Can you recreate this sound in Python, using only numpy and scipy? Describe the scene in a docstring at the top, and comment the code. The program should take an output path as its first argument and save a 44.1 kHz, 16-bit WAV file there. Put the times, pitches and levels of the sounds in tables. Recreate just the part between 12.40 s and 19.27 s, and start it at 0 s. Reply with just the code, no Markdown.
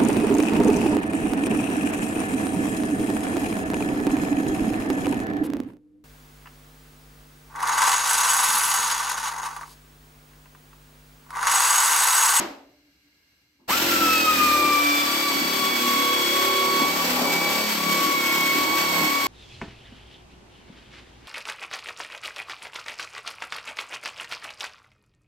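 """Air shears trim the wheel arch of a steel car fender on a garage floor.
The previous cut dies away as the sheet rings on; the air line hisses faintly over a low hum.
At 1.19 s the tool bumps the panel. At 1.28 s the trigger is pulled: the vane motor whines up,
then sags as the jaw bites. To the end, exhaust air rushes out, the blades scrape, and the
jaw's strokes drum and rattle the sheet, whose loose edge knocks against the tool."""
import sys
import numpy as np
from scipy import signal
from scipy.fft import rfft, irfft, next_fast_len
from scipy.io import wavfile
from scipy.ndimage import uniform_filter1d, map_coordinates

SR = 44100
rng = np.random.default_rng(int(sys.argv[2]) if len(sys.argv) > 2 else 0)


def int16_out(signal):
    """Quantize to a 16-bit WAV file."""
    q = np.round(np.clip(np.atleast_2d(signal).T, -1, 1) * 32767)
    wavfile.write(sys.argv[1], SR, q.astype(np.int16))


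N = 302967
NUDGE_S, TRIGGER_S = 1.186, 1.277
CHIRP_S, CHIRP_WIDTH_S = 1.312, 0.054

# Motor running speed. Each row: time in seconds, vane puff rate in Hz.
VANE_RATE = [(1.38, 1410), (1.65, 1321), (1.83, 1275), (2.03, 1213), (2.2, 1188), (2.42, 1169),
             (2.63, 1166), (2.68, 1152), (2.8, 1151), (2.86, 1157), (2.93, 1128), (3.17, 1134),
             (3.25, 1126), (3.35, 1128), (3.55, 1118), (3.67, 1119), (3.88, 1113), (3.96, 1118),
             (4.15, 1117), (4.25, 1121), (4.38, 1118), (4.53, 1133), (4.63, 1139), (4.8, 1138),
             (5.12, 1141), (5.25, 1135), (5.45, 1132), (5.55, 1124), (5.75, 1119), (5.84, 1107),
             (6.13, 1107), (6.19, 1126), (6.27, 1113), (6.43, 1131), (6.52, 1104), (6.66, 1105),
             (6.75, 1131), (6.87, 1109)]
# Jaw load. Each row: time in seconds, bite from 0 to 1.
JAW_BITE = [(1.3, 0.06), (2.0, 0.53), (2.85, 0.76), (4.35, 0.81), (4.55, 0.05), (5.6, 0.62), (5.8, 0.75),
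            (6.42, 0.55), (6.87, 0.76)]
# Whine harmonics 1-4 as the tool moves through standing waves. Each row: time in seconds, level in dB.
WHINE_1_DB = [(1.39, -34), (1.49, -44), (1.53, -24.5), (1.585, -35.5), (1.62, -21), (1.75, -23),
              (1.82, -41), (1.885, -19.5), (1.93, -23.5), (1.96, -37), (2.01, -19.5), (2.35, -22.5),
              (2.41, -26.5), (2.44, -40), (2.65, -42), (2.68, -29), (2.75, -31), (2.8, -40), (2.88, -25.5),
              (2.94, -36), (3.02, -42), (3.17, -38), (3.23, -27), (3.28, -30.5), (3.33, -43), (3.39, -40),
              (3.45, -26), (3.73, -28), (3.76, -40), (3.83, -31.5), (3.9, -44), (3.96, -29.5), (4.36, -26),
              (4.48, -27.5), (4.55, -47), (4.61, -27), (4.69, -51), (4.75, -36), (4.86, -31), (4.9, -48),
              (5.03, -36.5), (5.2, -32), (5.24, -37), (5.34, -46), (5.4, -33), (5.62, -26), (5.75, -28),
              (5.79, -42), (5.87, -31.5), (6.15, -32), (6.21, -26.5), (6.26, -34.5), (6.37, -26.5),
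              (6.47, -31.5), (6.52, -39), (6.56, -30), (6.84, -31)]
WHINE_2_DB = [(1.39, -45), (1.64, -39), (1.73, -24.5), (1.93, -32.5), (2.02, -30.5), (2.6, -25),
              (2.65, -40), (3.13, -36), (3.36, -30), (3.41, -37), (3.85, -32), (3.96, -35.5), (4.24, -32.5),
              (4.34, -36), (4.44, -30), (4.8, -44), (4.91, -25.5), (5.07, -29), (5.14, -33), (5.21, -34),
              (5.42, -39.5), (5.5, -27.5), (5.69, -35.5), (5.87, -28), (6.13, -27), (6.22, -32), (6.3, -29),
              (6.5, -32), (6.62, -30.5), (6.78, -30), (6.84, -33)]
WHINE_3_DB = [(1.39, -43), (2.41, -41.5), (2.61, -31.5), (2.67, -42), (3.13, -38), (3.26, -33), (3.68, -33),
              (3.86, -30.5), (4.01, -33.5), (4.17, -32), (4.3, -38.5), (4.44, -31.5), (4.5, -43.5),
              (6.84, -42.5)]
WHINE_4_DB = [(1.39, -50), (1.7, -38), (1.95, -48), (2.3, -47), (2.62, -40), (2.69, -38), (3.1, -35.5),
              (3.45, -39.5), (4.4, -36.5), (4.7, -43.5), (4.9, -40), (5.3, -37.5), (5.54, -41), (5.9, -49),
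              (6.3, -38), (6.84, -40.5)]
# Whine harmonics 1-4. Each row: rasp base level in dB, start chirp in dB, left over right in dB.
WHINE_VOICING = [(-42.5, -23, 3), (-37.5, -32, -2.5), (-44.5, -50, 0), (-43.5, -60, 10)]
# Rasp sidebands. Each row: offset in stroke rates, gain in dB.
RASP_SIDEBANDS = [(-2, -4), (-1, -1), (1, -3), (2, -16)]
# Weak whine partials. Each row: multiple of the vane rate, level in dB.
WEAK_PARTIALS = [(2.75, -55), (3.501, -46), (3.75, -59), (5, -48), (6, -53)]

# Sheet response, main and upper modes. Each row: frequency in Hz, gain in dB.
PANEL_SPECTRUM = [(30, -54), (100, -25.5), (140, -19.5), (175, -7.5), (210, -4.5), (250, -2.5), (290, 2),
                  (350, -3), (385, -4.5), (420, -16), (470, -44), (700, -51), (1500, -120)]
UPPER_MODE_SPECTRUM = [(400, -6.5), (455, -8), (490, 0), (525, 0), (560, 0), (595, 2), (640, -13),
                       (720, -16)]
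# Buzz of the upper modes. Each row: time in seconds, level in dB.
BUZZ_DB = [(1.32, -53), (1.43, -36), (2.0, -36.5), (2.21, -32), (2.53, -42), (3.28, -41), (3.7, -41.5),
           (4.4, -38), (4.8, -34.5), (5.21, -34.5), (5.38, -44), (5.54, -34), (5.91, -42.5), (6.17, -37.5),
           (6.87, -43)]
# The sheet flexes. Each row: centre and width in seconds, swell in dB, lead mode in Hz, added looseness.
FLEXES = [(1.488, 0.15, 7, 345.5, 0.03), (1.637, 0.08, 0, 325.6, 0), (1.787, 0.11, 3.5, 299.2, 0.02),
          (2.021, 0.14, 7, 266.5, 0.52), (2.251, 0.15, 5.5, 328.6, 0.28), (2.491, 0.4, 1, 291.8, 0.06),
          (2.963, 0.064, 6, 280, 0.2), (3.352, 0.24, 1.5, 248, 0.45), (3.594, 0.049, 5.5, 273, 0.05),
          (4.1, 0.51, -0.5, 379.4, 0.12), (4.427, 0.11, 7, 270.3, 0.37), (4.835, 0.21, 2.5, 251.7, 0.04),
          (4.99, .14, 1, 366.1, 0.37), (5.286, 0.19, -2, 214, 0.01), (5.512, 0.149, 2.5, 209.7, 0),
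          (5.668, 0.12, 4, 298.4, 0.38), (5.782, 0.09, 0.5, 342.6, 0.18), (5.93, 0.12, -2, 333, 0.2),
          (6.17, 0.13, 6, 285.7, 0.42), (6.32, 0.098, 3, 319.9, 0.4), (6.618, 0.067, 5.5, 181.8, 0.3),
          (6.775, .1, -2, 281.4, 0.23)]
# Sheet and tool modes sing. Each row: centre and width in seconds, mode in Hz, level in dB.
MODE_FLARES = [(1.79, 0.18, 4540, -37), (2.12, 0.23, 4190, -38.5), (2.5, 0.33, 5260, -41),
               (1.75, 0.5, 3245, -41), (1.65, .09, 289, -32.5), (1.66, .25, 202, -46),
               (2.496, 0.16, 292, -34.5), (2.47, 0.22, 710, -43), (3.25, 0.36, 388, -41),
               (3.42, 0.16, 351, -38.5), (3.5, 0.18, 246, -42), (3.7, 0.46, 489, -37.5),
               (4.22, .3, 489, -40), (4.1, 0.47, 558, -39.5), (4.0, 0.6, 349, -37), (4.22, .42, 385, -37),
               (4.8, .26, 249, -34.5), (2.24, 0.23, 360, -43), (2.84, 0.28, 326, -48),
               (1.626, 0.068, 331, -29.5), (4.3, 0.31, 245, -43), (4.87, 0.7, 178, -43.5),
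               (4.92, 0.47, 820, -38), (4.95, 0.12, 391, -40), (5.522, 0.2, 176, -41),
               (5.3, 0.18, 213, -42), (4.7, .16, 490, -40), (5.8, 0.21, 488, -47), (5.88, 0.27, 346, -42),
               (6.02, 0.21, 190, -46), (5.933, 0.24, 1384, -37.5), (6.01, 0.76, 3252, -42),
               (6.659, 0.086, 311, -34)]
# The loose edge hits the tool. Each row: start in seconds, relative level in dB, ring in Hz.
EDGE_KNOCKS = [(1.489, -16, 340), (1.554, -20, 343), (1.622, -21, 336), (2.94, -18, 274), (2.958, -13, 275),
               (3.016, -14, 306), (3.047, -16.5, 310), (4.414, -17, 275), (4.44, -22, 350),
               (4.82, -30, 242), (5.773, -26, 353), (6.164, -18, 283.6), (6.208, -18, 284),
               (6.302, -14, 315), (6.604, -24, 169), (6.639, -24, 293)]

# Exhaust rush and hiss. Each row: frequency in Hz, gain in dB.
RUSH_SPECTRUM = [(600, -53), (1000, -10.5), (1400, 0), (1800, 1), (2600, 1), (3300, 0), (4300, -5.5),
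                 (5500, -19), (8000, -43)]
HISS_SPECTRUM = [(2500, -16.5), (4000, 1.5), (5200, 4), (6500, 0), (8000, 0.65), (9200, -0.5),
                 (11000, -3.5), (12000, 1.7), (13500, 0.5), (14600, -3.5), (15700, -3.5)]
# Housing modes. Each row: centre in Hz, width in Hz, gain in dB.
HOUSING_MODES = [(1372, 38, 1.5), (2560, 49, -3.5), (2760, 53, -8), (3110, 70, -9),
                 (3890, 66, -8), (4200, 43, -5), (5200, 58, -13), (5640, 50, -7)]
# Blades on steel. Each row: frequency in Hz, gain in dB.
SCRAPE_SPECTRUM = [(50, -34), (100, -34), (140, -12), (250, -9), (420, -2.5), (550, -0.5), (800, 2.5),
                   (1000, 4.5), (1300, -6), (1700, -32), (3000, -52), (5000, -120)]
# The blades catch. Each row: centre and width in seconds, rise in dB.
BLADE_GRINDS = [(1.285, 0.044, 12.5), (4.51, 0.06, 3), (4.846, 0.13, 6), (5.075, 0.14, 2.5),
                (6.517, 0.35, 5), (6.87, 0.06, 8)]
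# Tool body shake. Each row: frequency in Hz, gain in dB.
THROB_SPECTRUM = [(20, -35), (35, -17), (55, -13), (72, 7),
                  (110, -6.0), (150, -18), (220, -21), (500, -120)]
# Shake strength. Each row: time in seconds, level in dB.
THROB_DB = [(1.34, -50), (2.13, -48.5), (2.68, -61.5), (5.16, -54), (5.4, -62), (6.2, -57.5), (6.64, -50.5),
            (6.7, -60), (6.87, -54)]

# Tail of the previous cut. Each row: frequency in Hz, gain in dB.
TAIL_SPECTRUM = [(40, -24), (70, -12), (120, -27), (200, -6), (310, -2), (420, -9), (490, -9), (900, -4),
                 (1400, -9), (2200, -11.5), (5100, -18), (8400, -28), (12000, -28), (15700, -40)]
# Sheet and garage ring on. Each row: frequency in Hz, relative level in dB, t60 in seconds.
TAIL_MODES = [(275, -33.5, 0.79), (343, -33, .42), (407, -41, 0.41), (592, -41, 0.87), (962, -32, .35),
              (1180, -40, .38), (2252, -40, .35)]
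# Quiet garage and leaking line. Each row: frequency in Hz, gain in dB.
LEAK_SPECTRUM = [(25, -18), (60, 1), (100, -4), (180, -6), (400, -11), (700, -16), (1200, -17), (4500, -24),
                 (7000, -23), (9000, -23), (12500, -18), (15700, -29)]
# Tool cavities. Each row: centre in Hz, width in Hz, gain in dB.
CAVITY_MODES = [(1410, 50, -9), (1630, 77, -1), (2140, 90, 2), (2330, 90, -4), (2700, 130, -4),
                (2840, 72, 1), (3280, 70, -7), (4000, 200, -4), (4250, 190, -2), (4680, 220, -7),
                (5100, 130, -4), (5930, 240, -7), (7700, 200, -14)]
# Leak and hum fades. Each row: time in seconds, gain in dB.
LEAK_FADE_DB = [(.95, 2.5), (1.25, -2.5)]
HUM_FADE_DB = [(0, 7), (.3, 6), (.5, 8), (.9, -9), (1.2, 0)]
# Garage decay. Each row: frequency in Hz, t60 in seconds.
GARAGE_T60_S = [(100, 0.089), (300, 0.67), (600, 0.66), (1000, 0.48), (4000, 0.42), (12000, 0.41)]
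# Left-right likeness of noise. Each row: frequency in Hz, correlation (clipped to +-1 in use).
STEREO_CORRELATION = [(100, 1), (300, 0.95), (700, 0.32), (1400, 0.42), (3000, 0.16), (6000, 0.11),
                      (8100, 0.62), (9000, -0.57), (9500, -1.18), (10900, -1.2), (11400, 0.44),
                      (12200, 0.013), (13000, 0.92), (14200, 0.97), (15400, 0.027)]


def shears(open_s=0.032, engage_s=0.028, spin_up_s=.023, cruise_hz=1135, gear_ratio=32):
    """The valve opens; the motor spins up and drives the jaw through a reduction gear."""
    since_s = np.maximum(clock() - TRIGGER_S, 0)
    vane_hz = curve(VANE_RATE)
    bite = curve(JAW_BITE)
    drive_db = 20 * np.log10(vane_hz / cruise_hz)  # speed stands for air pressure
    spin = 1 - np.exp(-since_s / spin_up_s)
    puffs = np.cumsum(spin * vane_hz) / SR
    stroke_hz, strokes = vane_hz / gear_ratio, puffs / gear_ratio
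    valve = np.minimum(since_s / open_s, 1)
    engaged = np.minimum(since_s / engage_s, 1)
    air = exhaust(puffs, strokes, drive_db)
    blades = scrape(strokes, bite) * amp([[.9], [-.9]])
    cut = fender(stroke_hz, strokes, bite) + flares(stroke_hz, strokes) + throb(stroke_hz, strokes)
    return valve * (air + blades) + engaged * cut + whine(puffs, strokes, bite, spin, drive_db)


def whine(puffs, strokes, bite, spin, drive_db, drag_rad=0.18, seal_s=.05, room_db=-4.5, skew_db=-7):
    """Vanes chop the exhaust into a tone; each bite slows them briefly and adds a rasp."""
    sputter = 11 * np.exp(-np.maximum(clock() - TRIGGER_S, 0) / seal_s)  # until the vanes seal
    roughness = 1 + sputter + 0.59 * np.maximum(drive_db, 0)
    jitter_rad = 0.08 * roughness * (1.7 * wobble(70) + 0.58 * wobble(300))
    jaw_rad = 2 * np.pi * strokes
    vane_rad = 2 * np.pi * puffs + drag_rad * bite * np.sin(jaw_rad) + jitter_rad
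    levels_db = map(curve, (WHINE_1_DB, WHINE_2_DB, WHINE_3_DB, WHINE_4_DB))
    chirp = swell(CHIRP_S, CHIRP_WIDTH_S)
    direct = np.zeros((2, N))
    radiated, skew = np.zeros((2, N))
    for k, (db, (rasp_db, chirp_db, pan_db)) in enumerate(zip(levels_db, WHINE_VOICING), 1):
        flutter = unit(amp(wobble(45)))
        partial = flutter * np.sin(k * vane_rad)
        gain = amp(db + 0.58 * wobble(22)) + chirp * amp(chirp_db + 2.5 * wobble(220))
        rasp = np.zeros(N)
        for offset, side_db in RASP_SIDEBANDS:
            side_gain = bite * amp(rasp_db + side_db + 3 * wobble(8))
            rasp += side_gain * np.sin(k * vane_rad + round(offset) * jaw_rad + 1.67 * wobble(5))
        pan = amp([[pan_db / 2], [-pan_db / 2]])
        direct += np.sqrt(2) * (gain * partial + rasp) * pan / pan.mean()
        # A partial swells and fades at one spot; its power in the room stays even.
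        even_gain = spin ** 4 * np.sqrt(np.abs(uniform_filter1d(2 * amp(db) ** 2, size=SR)))
        radiated += even_gain * partial + spin * rasp
        skew += even_gain * flutter * np.cos(k * vane_rad + .5 * wobble(3.04))  # left-right phase shift
    for k, db in WEAK_PARTIALS:
        gain = spin ** 4 * amp(db + .3 * drive_db + 2.7 * wobble(14))
        drift_rad = (.5 + .8 * np.abs(drive_db)) * wobble(55)
        partial = gain * np.sqrt(2) * np.sin(k * vane_rad + drift_rad)
        direct += partial
        radiated += partial
    return spin ** 2 * direct + amp(room_db) * reverb(radiated) + amp(skew_db) * np.array([skew, -skew])


def exhaust(puffs, strokes, drive_db, rush_base_db=-31, hiss_base_db=-29, ring_gain_db=-8):
    """Spent air leaves in puffs, swells with pressure and once a stroke, and rings the housing."""
    waver_db = 0.78 * wobble(12)
    rush_db = rush_base_db + 2.27 * drive_db + waver_db
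    hiss_db = hiss_base_db + 1.6 * drive_db + waver_db
    chop = unit(1 + 0.0067 * np.sin(2 * np.pi * puffs))
    pulsing = chop * per_stroke(strokes, depth=0.11, scatter_db=0.84)
    ring = amp(rush_db + ring_gain_db) * resonant_noise(HOUSING_MODES)
    rush = amp(rush_db) * reflections(noise(RUSH_SPECTRUM), strength=0.11)
    hiss = amp(hiss_db) * reflections(noise(HISS_SPECTRUM), strength=0.082)
    return pulsing * (rush + hiss + ring)


def fender(stroke_hz, strokes, bite, base_db=-35, rattle_db=-3, boom_db=-9, room_db=-13):
    """The jaw drums the sheet; each flex swells it, favours one mode and may rattle."""
    swells = np.array([swell(s, width_s) for s, width_s, *_ in FLEXES])
    _, _, swell_db, mode_hz, looseness = np.transpose(FLEXES)
    gain = amp(base_db + swell_db @ swells)
    loose = np.clip(0.51 * (1 - bite) ** 2 + looseness @ swells, 0, 1)  # a firm bite steadies the sheet
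    weight = swells ** 4 + 1e-30
    lead_hz = mode_hz @ weight / weight.sum(0)
    focus, half_width_hz = 4 * swells.max(0), 18

    def sheet(hz):
        return gain_at(PANEL_SPECTRUM, hz) * (1 + focus / (1 + ((hz - lead_hz) / half_width_hz) ** 2))

    low = stroke_tone(stroke_hz, strokes, range(3, 14), sheet, drift_rad=0.19 + 1.9 * loose)
    buzz = stroke_tone(stroke_hz, strokes, range(10, 21),
                       lambda hz: gain_at(UPPER_MODE_SPECTRUM, hz), drift_rad=1.72)
    drum = np.sqrt(1 - loose) * (gain * low + amp(curve(BUZZ_DB)) * buzz)
    lead_rad = 2 * np.pi * np.cumsum(lead_hz) / SR
    boom = unit(wobble(55) * np.sin(lead_rad) + wobble(55) * np.cos(lead_rad))
    clatter = amp(rattle_db) * noise(PANEL_SPECTRUM) + amp(boom_db) * boom
    rattle = gain * np.sqrt(loose) * clatter * per_stroke(strokes, depth=0.89, scatter_db=1.0)
    return drum + rattle + amp(room_db) * reverb(drum)


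def scrape(strokes, bite, base_db=-32, clamp_db=-5.5):
    """The blades tear the sheet in short strokes; a firm bite keeps them from skating."""
    grind_db = sum(db * swell(s, width_s) for s, width_s, db in BLADE_GRINDS)
    level_db = base_db + clamp_db * bite + 1.35 * wobble(14) + grind_db
    return amp(level_db) * noise(SCRAPE_SPECTRUM) * per_stroke(strokes, depth=0.091, scatter_db=-0.5)


def flares(stroke_hz, strokes, rasp_per_khz=0.14):
    """As the cut moves on, modes pick out the nearest stroke harmonic; high ones rasp."""
    out = np.zeros(N)
    for s, width_s, hz, db in MODE_FLARES:
        order = round(hz / np.interp(s, clock(), stroke_hz))
        rasp = unit(1 + rasp_per_khz * hz / 1000 * wobble(70))
        envelope = amp(db + 1.4 * wobble(12)) * swell(s, width_s)
        out += envelope * rasp * np.sqrt(2) * stroke_harmonic(strokes, order, drift_rad=0.23)
    return out


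def knocks(gain_db=-2, attack_s=0.0042, ring_t60_s=0.065, clatter_db=-9, clatter_t60_s=0.059):
    """The loose edge hits the tool: a brief ring under a dull clatter."""
    out = np.zeros((2, N + SR))
    t = np.arange(SR // 4) / SR
    attack = 1 - np.exp(-t / attack_s)
    clatter = noise(PANEL_SPECTRUM) + .5 * noise(SCRAPE_SPECTRUM)
    for s, db, hz in EDGE_KNOCKS:
        start = round(s * SR)
        ring = amp(-60 * t / ring_t60_s) * np.sin(2 * np.pi * hz * t)
        burst = amp(clatter_db - 60 * t / clatter_t60_s) * np.roll(clatter, -start, axis=1)[:, :len(t)]
        out[:, start:start + len(t)] += amp(db + gain_db) * attack * (ring + burst)
    return out[:, :N]


def throb(stroke_hz, strokes):
    """The tool body shakes at the first three stroke harmonics."""
    tone = stroke_tone(stroke_hz, strokes, range(1, 4),
                       lambda hz: gain_at(THROB_SPECTRUM, hz), drift_rad=0.51, waver_db=4)
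    return amp(curve(THROB_DB) + wobble(4.3)) * (tone + 0.16 * noise(THROB_SPECTRUM))


def previous_cut(tail_db=-26.5, ring_gain_db=-4):
    """The previous cut dies away in the garage while the sheet rings on."""
    t = clock()
    ring = np.zeros(N)
    for hz, db, t60_s in TAIL_MODES:
        envelope = amp(db + ring_gain_db - 60 * t / t60_s) * (1 + 0.27 * wobble(30))
        ring += envelope * np.sin(2 * np.pi * hz * t)
    return amp(tail_db) * garage_decay(noise(TAIL_SPECTRUM)) + ring


def nudge(gain_db=-59, attack_s=0.009, t60_s=0.91):
    """The tool meets the panel with a soft bump."""
    t = np.maximum(clock() - NUDGE_S, 0)
    envelope = amp(gain_db - 60 * t / t60_s) * (1 - np.exp(-t / attack_s))
    return envelope * (noise(PANEL_SPECTRUM) + 0.39 * noise(SCRAPE_SPECTRUM))


def leak_and_hum(leak_db=-72, cavity_db=-68, hum_hz=293, hum_db=-74):
    """The air line leaks through the tool's cavities over a wavering low hum."""
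    cavities = amp(cavity_db) * resonant_noise(CAVITY_MODES)
    hum_gain = amp(hum_db + curve(HUM_FADE_DB) + 4 * wobble(25))
    hum = hum_gain * np.sqrt(2) * np.sin(2 * np.pi * hum_hz * clock() + wobble(26))
    leak = amp(leak_db) * noise(LEAK_SPECTRUM)
    return amp(curve(LEAK_FADE_DB)) * (leak + cavities) + hum


def reflections(x, strength, spread_s=.009, count=9):
    """Close echoes off floor and fender comb the sound."""
    delays_s = spread_s * (0.1084 + rng.random((count, 1)))
    signs = np.sign(rng.standard_normal((count, 1)))
    ripple = lambda hz: np.sum(signs * np.cos(2 * np.pi * hz * delays_s), axis=0)
    return filtered(x, lambda hz: np.exp(strength * ripple(hz)))


def reverb(x):
    """Garage reverberation, opposite in phase left and right."""
    tail = garage_decay(rng.standard_normal(SR // 2))
    echo = signal.fftconvolve(x, tail / np.linalg.norm(tail))[:N]
    return np.array([echo, -echo])


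def garage_decay(x):
    """Each frequency fades at the garage's t60."""
    hz, t, bins = signal.stft(x, SR, nperseg=256)
    decay = amp(-60 * t / log_interp(GARAGE_T60_S, hz)[:, None])
    return signal.istft(bins * decay, SR, nperseg=256)[1][..., :x.shape[-1]]


def stroke_tone(stroke_hz, strokes, orders, response, drift_rad, waver_db=3):
    """Stroke harmonics that sum to a soft knock per stroke; rms 1."""
    tone, power = np.zeros((2, N))
    for k in orders:
        gain = response(k * stroke_hz) * amp(waver_db * wobble(7))
        tone += gain * stroke_harmonic(strokes, k, drift_rad)
        power += gain ** 2 / 2
    return tone / np.sqrt(power + 1e-20)


def stroke_harmonic(strokes, k, drift_rad, dispersion_cycles=.035):
    """Drifting harmonic k; bending waves shift its phase by the order squared."""
    return np.sin(2 * np.pi * (k * strokes + dispersion_cycles * k * k) + drift_rad * wobble(10))


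def per_stroke(strokes, depth, scatter_db):
    """Gain of rms 1 with one peak per stroke, each of random strength."""
    index = strokes.astype(int)
    strengths = amp(scatter_db * rng.standard_normal(index.max() + 1))
    return unit(np.exp(-depth * np.cos(2 * np.pi * strokes)) * strengths[index])


def noise(spectrum):
    """Coloured, partly correlated stereo noise; rms 1."""
    def mid_side_gains(hz):
        angle_rad = np.arccos(np.clip(log_interp(STEREO_CORRELATION, hz), -1, 1)) / 2
        return gain_at(spectrum, hz) * np.array([np.cos(angle_rad), np.sin(angle_rad)])

    mid, side = filtered(rng.standard_normal((2, N)), mid_side_gains)
    return unit(np.array([mid + side, mid - side]))


def resonant_noise(modes):
    """Stereo noise through parallel resonances; rms 1."""
    def response(hz):
        return np.sqrt(sum(amp(db) ** 2 / (1 + (2 * (hz - centre_hz) / width_hz) ** 2)
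                           for centre_hz, width_hz, db in modes))

    return unit(filtered(rng.standard_normal((2, N)), response))


def filtered(x, response):
    """Zero-phase filter with gain response(hz)."""
    size = next_fast_len(N + SR // 2)
    return irfft(rfft(x, size) * response(np.fft.rfftfreq(size, 1 / SR)), size)[..., :N]


def wobble(rate_hz):
    """Smooth random curve through rate_hz knots a second."""
    knots = rng.standard_normal(int(N * rate_hz / SR) + 4)
    coarse = np.arange(0, N, 16)
    return np.interp(np.arange(N), coarse, map_coordinates(knots, [coarse * rate_hz / SR]))


def swell(centre_s, width_s):
    """Bell curve, width_s wide at half height."""
    return .5 ** ((2 * (clock() - centre_s) / width_s) ** 2)


def curve(rows):
    """(seconds, value) rows interpolated per sample."""
    return np.interp(clock(), *np.transpose(rows))


def gain_at(spectrum, hz):
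    """Linear gain of a dB spectrum."""
    return amp(log_interp(spectrum, hz))


def log_interp(rows, hz):
    """(Hz, value) rows interpolated on a log axis."""
    row_hz, values = np.transpose(rows)
    return np.interp(np.log(hz + 1), np.log(row_hz + 1), values)


def clock():
    """Sample times in seconds."""
    return np.arange(N) / SR


def amp(db):
    """Decibels to gain."""
    return 10 ** (np.asarray(db) / 20)


def unit(x):
    """Scale to rms 1."""
    return x / np.sqrt(np.mean(x ** 2) + 1e-20)


def scene():
    """All sources in the garage, in stereo."""
    return shears() + knocks() + previous_cut() + nudge() + leak_and_hum()


def record(dry, low_hz=30, top_hz=15800, edge_hz=200):
    """Roll off the deepest bass and cut the top treble."""
    low_pass = lambda hz: np.clip((top_hz - hz) / edge_hz + .5, 0, 1)
    high_pass = lambda hz: 1 - 1 / (1 + (hz / low_hz) ** 4)
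    return filtered(dry, lambda hz: low_pass(hz) * high_pass(hz))


dry = scene()
out = record(dry)
int16_out(out)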